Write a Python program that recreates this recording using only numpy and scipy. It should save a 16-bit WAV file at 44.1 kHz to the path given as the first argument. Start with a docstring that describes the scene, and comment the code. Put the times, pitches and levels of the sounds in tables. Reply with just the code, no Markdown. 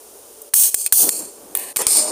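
"""In a kitchen, gas hisses from a burner. A steel spark lighter is pressed and let go twice.
Its snaps are short decaying noises; its spring buzzes in the tube as crowds of tiny random collisions.
The second spark lights the gas: a soft whoomp of low noise, then a fluttering flame. The lighter is laid
down, scraping and rattling on the worktop. The microphone overloads on the snaps, and a look-ahead
limiter ducks everything around them."""
import sys
import numpy as np
from scipy import signal
from scipy.fft import rfft, irfft, next_fast_len
from scipy.io import wavfile
from scipy.ndimage import uniform_filter1d, minimum_filter1d

SR = 44100
rng = np.random.default_rng(int(sys.argv[2]) if len(sys.argv) > 2 else 0)


def dump_mix(stems):
    """Bounce the given channels to the path in sys.argv[1] as a 16-bit WAV at rate SR."""
    frames = np.atleast_2d(stems).T  # one column per channel
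    limited = np.clip(frames, -1, 1)  # hard clip at full scale
    pcm = np.round(limited * 32767).astype(np.int16)
    wavfile.write(sys.argv[1], SR, pcm)


N = 93403
T = np.arange(N) / SR  # time in seconds

# Snaps of the lighter and its knocks when laid down:
# start_s, ring_db, decay_ms, brightness_db_per_octave, knock_db, knock_hz, thump_db
SNAPS = [(0.418, -26, 3.4, 6, -69, 1500, -54), (0.5371, -2, 1.4, -6, -9.5, 1730, -42),
         (0.5399, 10, 1.78, 5, -6, 1296, -40), (0.7438, 3.5, 1.32, -1.5, -7, 1870, -17),
         (0.7465, 3.5, 1.9, 0, -45, 1700, -47), (0.8625, -5, 2.4, -1, -24, 600, -59),
         (0.875, -26, 5.9, -3, -32, 2480, -55), (0.9241, 12, 3.3, 2, -4.5, 1600, -14.5),
         (1.0910, 3.5, 2.1, 0.5, -10.5, 2130, -12.5), (1.5513, -2.5, 1.5, 16.5, -17.5, 3570, -45),
         (1.5724, -4, 0.82, 17.5, -30, 3530, -69), (1.595, -20, 3.7, 14, -34, 3500, -69),
         (1.761, -8, 9, 0, -12.5, 2260, -56), (1.7688, 5, 1.34, 0.5, -3.5, 1110, -31),
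         (1.8184, -5, 0.99, -1, -19, 1300, -28), (1.8677, 12, 1.5, -4, -2, 2380, -9.5),
         (1.9197, -3, 1.4, 0, -32, 2600, -50), (1.95, -4.5, 1.8, -2, -36, 2600, -53),
         (1.97, -3.5, 1.9, 0.5, -36, 2600, -50)]
# Colour of the steel ring, the hollow knock and the low thump in each snap: pitch_hz, level_db
SNAP_COLOUR = [(500, -34.5), (2500, -21), (5000, -10.5), (7000, -7), (8800, 4.5), (10500, -2.5),
               (15400, -2)]
KNOCK_COLOUR = [(150, -31), (300, -14), (550, -4.5), (900, -7), (1150, 0), (1400, -8), (1750, -4.5),
                (2500, -3.5), (4000, -4.5), (9000, -7)]
THUMP_COLOUR = [(25, 1), (110, -3.5), (260, -10), (1000, -25), (4000, -44)]
KNOCK_WIDTH_HZ, KNOCK_LIFT_DB = 330, 9

# The plunger hitting its stop and bouncing: start_s, level_db
STOPS = [(0.8637, 1), (0.879, -15)]
# The lighter's case ringing as the plunger springs back: pitch_hz, level_db, decay_ms
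CASE_MODES = [(1840, -39, 3.5), (2390, -26, 4.5), (2550, -21, 4), (3240, -32, 4.2), (4270, -25.5, 7.4),
              (5000, -24, 3.7), (14570, -22, 3), (14800, -12, 3)]

# Resonances of the steel tube, then the extra ones with the plunger out: pitch_hz, width_hz, lift_db
TUBE = [(2500, 310, 2), (4150, 900, 3.5), (6470, 140, 4.5), (7160, 390, 5.5), (8430, 550, 3),
        (11800, 400, -5.5), (12700, 200, 2)]
OPEN_TUBE = [(4380, 180, -0.5), (7400, 260, 7.5), (11570, 400, 8.5)]

# Buzzing and scraping, all with the same columns:
# start_s, end_s, level_db, hold_s, fall_db_per_s, brightness_db_per_octave, top_fall_db_per_s
# Spring buzzing with the plunger held in
PRESSED = [(0.538, 0.744, -7.5, 0.084, 108, -0.5, 43), (0.924, 1.091, -9.5, 0.098, 69, -0.5, 40)]
# Looser, quieter buzz with the plunger out
RELEASED = [(0.745, 0.878, -20.5, 0.12, 15, 2.5, 40), (0.878, 0.924, -37, 0.02, 60, -5.5, 60),
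            (1.091, 1.5, -22, 0.074, 122, 0.5, 50), (1.77, 1.824, -18.5, 0.035, 30, 1.5, 90)]
# Buzz with the tube lying on the worktop
LYING = [(1.868, 2.2, -10.5, 0.11, 113, 0, 50)]
# Tip sliding lightly over the worktop
SLIDES = [(1.552, 1.73, -27, 0.077, 71.5, 0, 60)]
# Handle scraping on the worktop
SCRAPES = [(1.789, 1.823, -17, 0.03, 20, -0.43, 50), (1.823, 1.9, -19, 0.012, 120, 0.11, 50)]
# Colours of those five sounds: pitch_hz, level_db
PRESSED_COLOUR = [(240, -108), (400, -80), (623, -27.5), (1150, -36), (1530, -40), (2280, -36), (2830, -22),
                  (3950, -26), (4200, -22.5), (6450, -11), (7180, -13), (9020, -1.5), (10500, -6),
                  (14100, -4), (15400, -4.5)]
RELEASED_COLOUR = [(450, -30), (600, -28), (900, -30), (1550, -41), (2500, -22), (3250, -23.5),
                   (3900, -29.5), (4300, -11), (5700, -15.5), (6500, -8.5), (7900, -9), (8400, 1.5),
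                   (9400, 1.5), (10200, -8.5), (11500, -8), (12500, -11), (15400, -12)]
LYING_COLOUR = [(800, -27), (2000, -23.5), (3300, -19.5), (4100, -16.5), (5200, -6), (5900, -10.5),
                (7400, -7.5), (8600, 0.5), (9300, 5), (10400, -5), (12000, -9), (15400, -16)]
SLIDE_COLOUR = [(200, -35), (400, -6.5), (1050, -3.5), (1350, -25), (1700, -4), (2300, -9.5), (3500, -14),
                (4400, -11.5), (5000, -19), (6500, -13), (8000, -7.5), (8700, 3.5), (9800, -2), (11500, -6),
                (12400, 0), (12950, 0), (13600, -5), (15400, -10)]
SCRAPE_COLOUR = [(150, -19), (250, -1.5), (420, 5), (700, 0.5), (1300, -2), (2200, -3.5), (3600, -8),
                 (6000, -6), (7700, -6), (8500, 3.5), (9800, 2.5), (11200, -13), (15400, -15)]

# Average collisions per second, and how unevenly strong they are
RATTLE_PER_S, RATTLE_SCATTER_DB = 5000, -1
LYING_PER_S, LYING_SCATTER_DB = 6000, 2.5
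SCRAPE_PER_S, SCRAPE_SCATTER_DB = 5000, 2
RATTLE_SWAY_DB = 1.13  # spread of the slow swaying in strength
RING_T60_S, RING_DB = 0.041, -2  # dense fine modes: time to fall 60 dB, level against the bare hits
SIZZLE_HZ, SIZZLE_DB = 10200, 1.5  # the top above this starts lifted, then dies first

# Worktop sounding under the rattling lighter: time_s, level_db
WORKTOP = [(1.86, -62), (1.9, -38.5), (1.96, -29), (2.03, -36), (2.12, -30)]
# Colour of that rumble: pitch_hz, level_db
WORKTOP_COLOUR = [(60, -45), (170, -34), (260, 0.5), (420, -1), (650, -1), (1100, -6.5), (1700, -21),
                  (4000, -29), (9000, -54)]
# Dull bumps on the worktop: start_s, level_db, decay_ms
BUMPS = [(2.079, -29, 3), (2.1095, -25.5, 10)]
# Low ring of the worktop: time_s, level_db
WORKTOP_RING = [(1.93, -72), (1.99, -39), (2.045, -30.5), (2.09, -35), (2.12, -73)]
WORKTOP_RING_HZ = 605  # centre of a slightly wandering pitch

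# Colours of the gas jet and the flame: pitch_hz, level_db
GAS_COLOUR = [(30, -19), (60, -26), (105, -21), (165, -34), (230, -14.5), (320, -12.5), (420, -1.5),
              (520, -8.5), (800, -12), (1200, -18), (2000, -27.5), (3200, -23), (4200, -24), (5300, -20),
              (7000, -16.5), (8000, -18), (9300, -9), (10800, -18.5), (15400, -17)]
FLAME_COLOUR = [(30, -30), (130, -20), (200, -10.5), (320, -2), (460, -3), (600, -11), (800, -11.5),
                (1500, -23), (3000, -34), (8000, -30)]
# Resonances of the burner: pitch_hz, width_hz, lift_db
BURNER = [(441, 9.5, 5), (575, 4.3, 19.5), (10100, 290, 2.5)]
# The flame catching, then settling: time_s, level_db
FLAME = [(0.95, -76), (0.995, -36.5), (1.035, -30), (1.085, -22.5), (1.115, -46), (1.23, -37), (1.32, -49),
         (1.43, -45.5), (1.52, -43), (1.6, -49.5), (2.12, -39)]
FLAME_FLUTTER_DB = 2
GAS_DB, GAS_LIT_DB, LIT_S = -42.5, -1, 1.0  # level, change once lit, when that change begins

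HUM_HZ, HUM_DB = 61, -73
OVERLOAD_DB = 7.5  # the microphone cannot go past this level
CEILING_DB, AHEAD_S, ATTACK_S, RECOVER_DB_PER_S = -0.5, 0.044, 0.008, 113  # limiter
TOP_HZ = 15450  # highest pitch let through


def undb(db):
    """Turn decibels into a gain."""
    return 10 ** (np.asarray(db) / 20)


def unit(x):
    """Scale a sound to an average (rms) level of 1."""
    return x / np.sqrt(np.mean(x ** 2))


def curve(points):
    """Gain along (time_s, level_db) points, practically silent before the first."""
    time_s, level_db = np.array(points).T
    return undb(np.interp(T, time_s, level_db, left=-120))


def walk(rate):
    """Smooth random wander with a spread of 1, drawing about `rate` new values a second."""
    step = max(int(SR / rate), 2)
    stairs = rng.standard_normal(N)[np.arange(N) // step]
    return unit(uniform_filter1d(uniform_filter1d(stairs, step), step))


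def colour(x, points, bright_db=0, peaks=()):
    """Shape a sound's spectrum through the points, with a tilt and resonances, as an object does; rms 1."""
    size = 2 * next_fast_len(N, real=True)
    f = np.maximum(np.arange(size // 2 + 1) * SR / size, 1)
    hz, db = np.array(points).T
    shape = np.interp(np.log(f), np.log(hz), db)
    shape += bright_db * np.log2(np.clip(f, hz[0], hz[-1]))
    shape += 12 * np.minimum(np.log2(f / hz[0]), 0)  # fall 12 dB per octave below the first point
    shape -= np.clip((f - TOP_HZ) / 50, 0, 40)
    for centre, width, lift in peaks:
        shape += lift / (1 + (2 * (f - centre) / width) ** 2)
    # Keeping half the cepstrum makes the filter respond only after each hit, never before
    cepstrum = irfft(shape * np.log(10) / 20)[:size // 2]
    response = np.exp(2 * rfft(cepstrum, size))
    return unit(irfft(rfft(x, size) * response)[:N])


def noise(points, bright_db=0, peaks=()):
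    """Random noise with a given colour, rms 1."""
    return colour(rng.standard_normal(N), points, bright_db, peaks)


def impacts(rate, scatter_db):
    """A dense random train of tiny collisions, each a click of uneven size pushing either way."""
    size = undb(scatter_db * np.minimum(rng.exponential(size=N), 5))
    happens = rng.random(N) < rate / SR
    return happens * size * np.sign(rng.standard_normal(N))


def strike(start, decay_ms):
    """A blow's loudness: instant attack, then exponential decay."""
    age = np.maximum(T - start, 0)
    return (T >= start) * np.exp(-age * 1000 / decay_ms)


def chatter(rows, points, rate, scatter_db, peaks):
    """Bursts of tiny collisions with a fine ring: each holds, fades and dulls, and is stopped at its end."""
    out = 0
    top_filter = signal.butter(2, SIZZLE_HZ, "high", fs=SR, output="sos")
    for start, end, db, hold, fall, bright_db, top_fall in rows:
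        hits = impacts(rate, scatter_db) * undb(RATTLE_SWAY_DB * walk(90))
        ring = rng.standard_normal(N) * np.exp(-np.log(1000) * T / RING_T60_S)
        ring = ring / np.linalg.norm(ring)
        hits = hits + undb(RING_DB) * signal.fftconvolve(hits, ring)[:N]
        buzz = colour(hits, points, bright_db, peaks)
        age = np.maximum(T - start, 0)
        top = signal.sosfiltfilt(top_filter, buzz)
        buzz = buzz + (undb(SIZZLE_DB - top_fall * age) - 1) * top
        gate = uniform_filter1d(1. * ((T > start) & (T < end)), size=130)  # soft edges of about 3 ms
        out = out + gate * undb(db - fall * np.maximum(age - hold, 0)) * buzz
    return out


def snaps():
    """Hard blows: a bright steel ring over a short hollow knock and a low thump."""
    out = 0
    for start, db, decay_ms, bright_db, knock_db, knock_hz, thump_db in SNAPS:
        ring = undb(db) * noise(SNAP_COLOUR, bright_db, TUBE)
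        knock_peak = [(knock_hz, KNOCK_WIDTH_HZ, KNOCK_LIFT_DB)]
        knock = undb(knock_db) * noise(KNOCK_COLOUR, 0, knock_peak)
        thump = undb(thump_db) * noise(THUMP_COLOUR)
        loudness = uniform_filter1d(strike(start, decay_ms), size=12)  # slightly softened attack
        out = out + loudness * (ring + knock + thump)
    return out


def plunger():
    """The plunger springs back against its stop and rings the case as a set of dying tones."""
    out = 0
    for start, db in STOPS:
        for hz, mode_db, decay_ms in CASE_MODES:
            tone = np.sin(2 * np.pi * hz * (T - start))
            out = out + undb(db + mode_db) * strike(start, decay_ms) * tone
    return out


def spring():
    """The spring knocks rapidly against the tube: plunger in, plunger out, then lying on the worktop."""
    pressed = chatter(PRESSED, PRESSED_COLOUR, RATTLE_PER_S, RATTLE_SCATTER_DB, TUBE)
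    released = chatter(RELEASED, RELEASED_COLOUR, RATTLE_PER_S, RATTLE_SCATTER_DB, TUBE + OPEN_TUBE)
    lying = chatter(LYING, LYING_COLOUR, LYING_PER_S, LYING_SCATTER_DB, TUBE)
    return pressed + released + lying


def worktop():
    """The lighter drags over the worktop in tiny collisions; the worktop rumbles, rings and is bumped."""
    slide = chatter(SLIDES, SLIDE_COLOUR, SCRAPE_PER_S, SCRAPE_SCATTER_DB, ())
    scrape = chatter(SCRAPES, SCRAPE_COLOUR, SCRAPE_PER_S, SCRAPE_SCATTER_DB, ())
    push = curve(WORKTOP)
    for start, db, decay_ms in BUMPS:
        push = push + undb(db) * strike(start, decay_ms)
    rumble = push * noise(WORKTOP_COLOUR)
    pitch_hz = WORKTOP_RING_HZ * (1 + 0.0046 * walk(40.14))
    ring = unit(np.sin(2 * np.pi * np.cumsum(pitch_hz) / SR))
    return slide + scrape + rumble + curve(WORKTOP_RING) * ring


def burner():
    """Rushing gas makes a steady resonant hiss; once it has caught, the flame adds low fluttering noise."""
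    lit = np.clip((T - LIT_S) / .1, 0, 1)
    gas = noise(GAS_COLOUR, 0, BURNER) * undb(GAS_DB + GAS_LIT_DB * lit)
    flame = noise(FLAME_COLOUR) * curve(FLAME)
    flutter = undb(FLAME_FLUTTER_DB * walk(44.68))
    return gas + flame * flutter


def hum():
    """A faint, steady low hum: one pure tone."""
    return undb(HUM_DB) * unit(np.sin(2 * np.pi * HUM_HZ * T))


def scene():
    """Burner, lighter and worktop over a faint hum."""
    return (burner() + snaps() + plunger() + spring() + worktop() + hum())[None]


def record(dry):
    """The input overloads; a limiter ducks ahead of each peak and recovers after it; the top is cut."""
    x = undb(OVERLOAD_DB) * np.tanh(dry[0] / undb(OVERLOAD_DB))
    over_db = np.maximum(20 * np.log10(np.abs(x) + 1e-9) - CEILING_DB, 0)
    ahead = int(AHEAD_S * SR)
    # Largest excess in the stretch just ahead
    duck_db = -minimum_filter1d(-over_db, ahead, origin=-(ahead // 2))
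    # Let the ducking ease off no faster than the recovery rate
    recovery_db = RECOVER_DB_PER_S * T
    duck_db = np.maximum.accumulate(duck_db + recovery_db) - recovery_db
    x = x * undb(-uniform_filter1d(duck_db, int(ATTACK_S * SR)))
    top_cut = signal.ellip(10, .2, 70, TOP_HZ, fs=SR, output="sos")
    return signal.sosfilt(top_cut, x)[None]


dry = scene()
out = record(dry)
dump_mix(out)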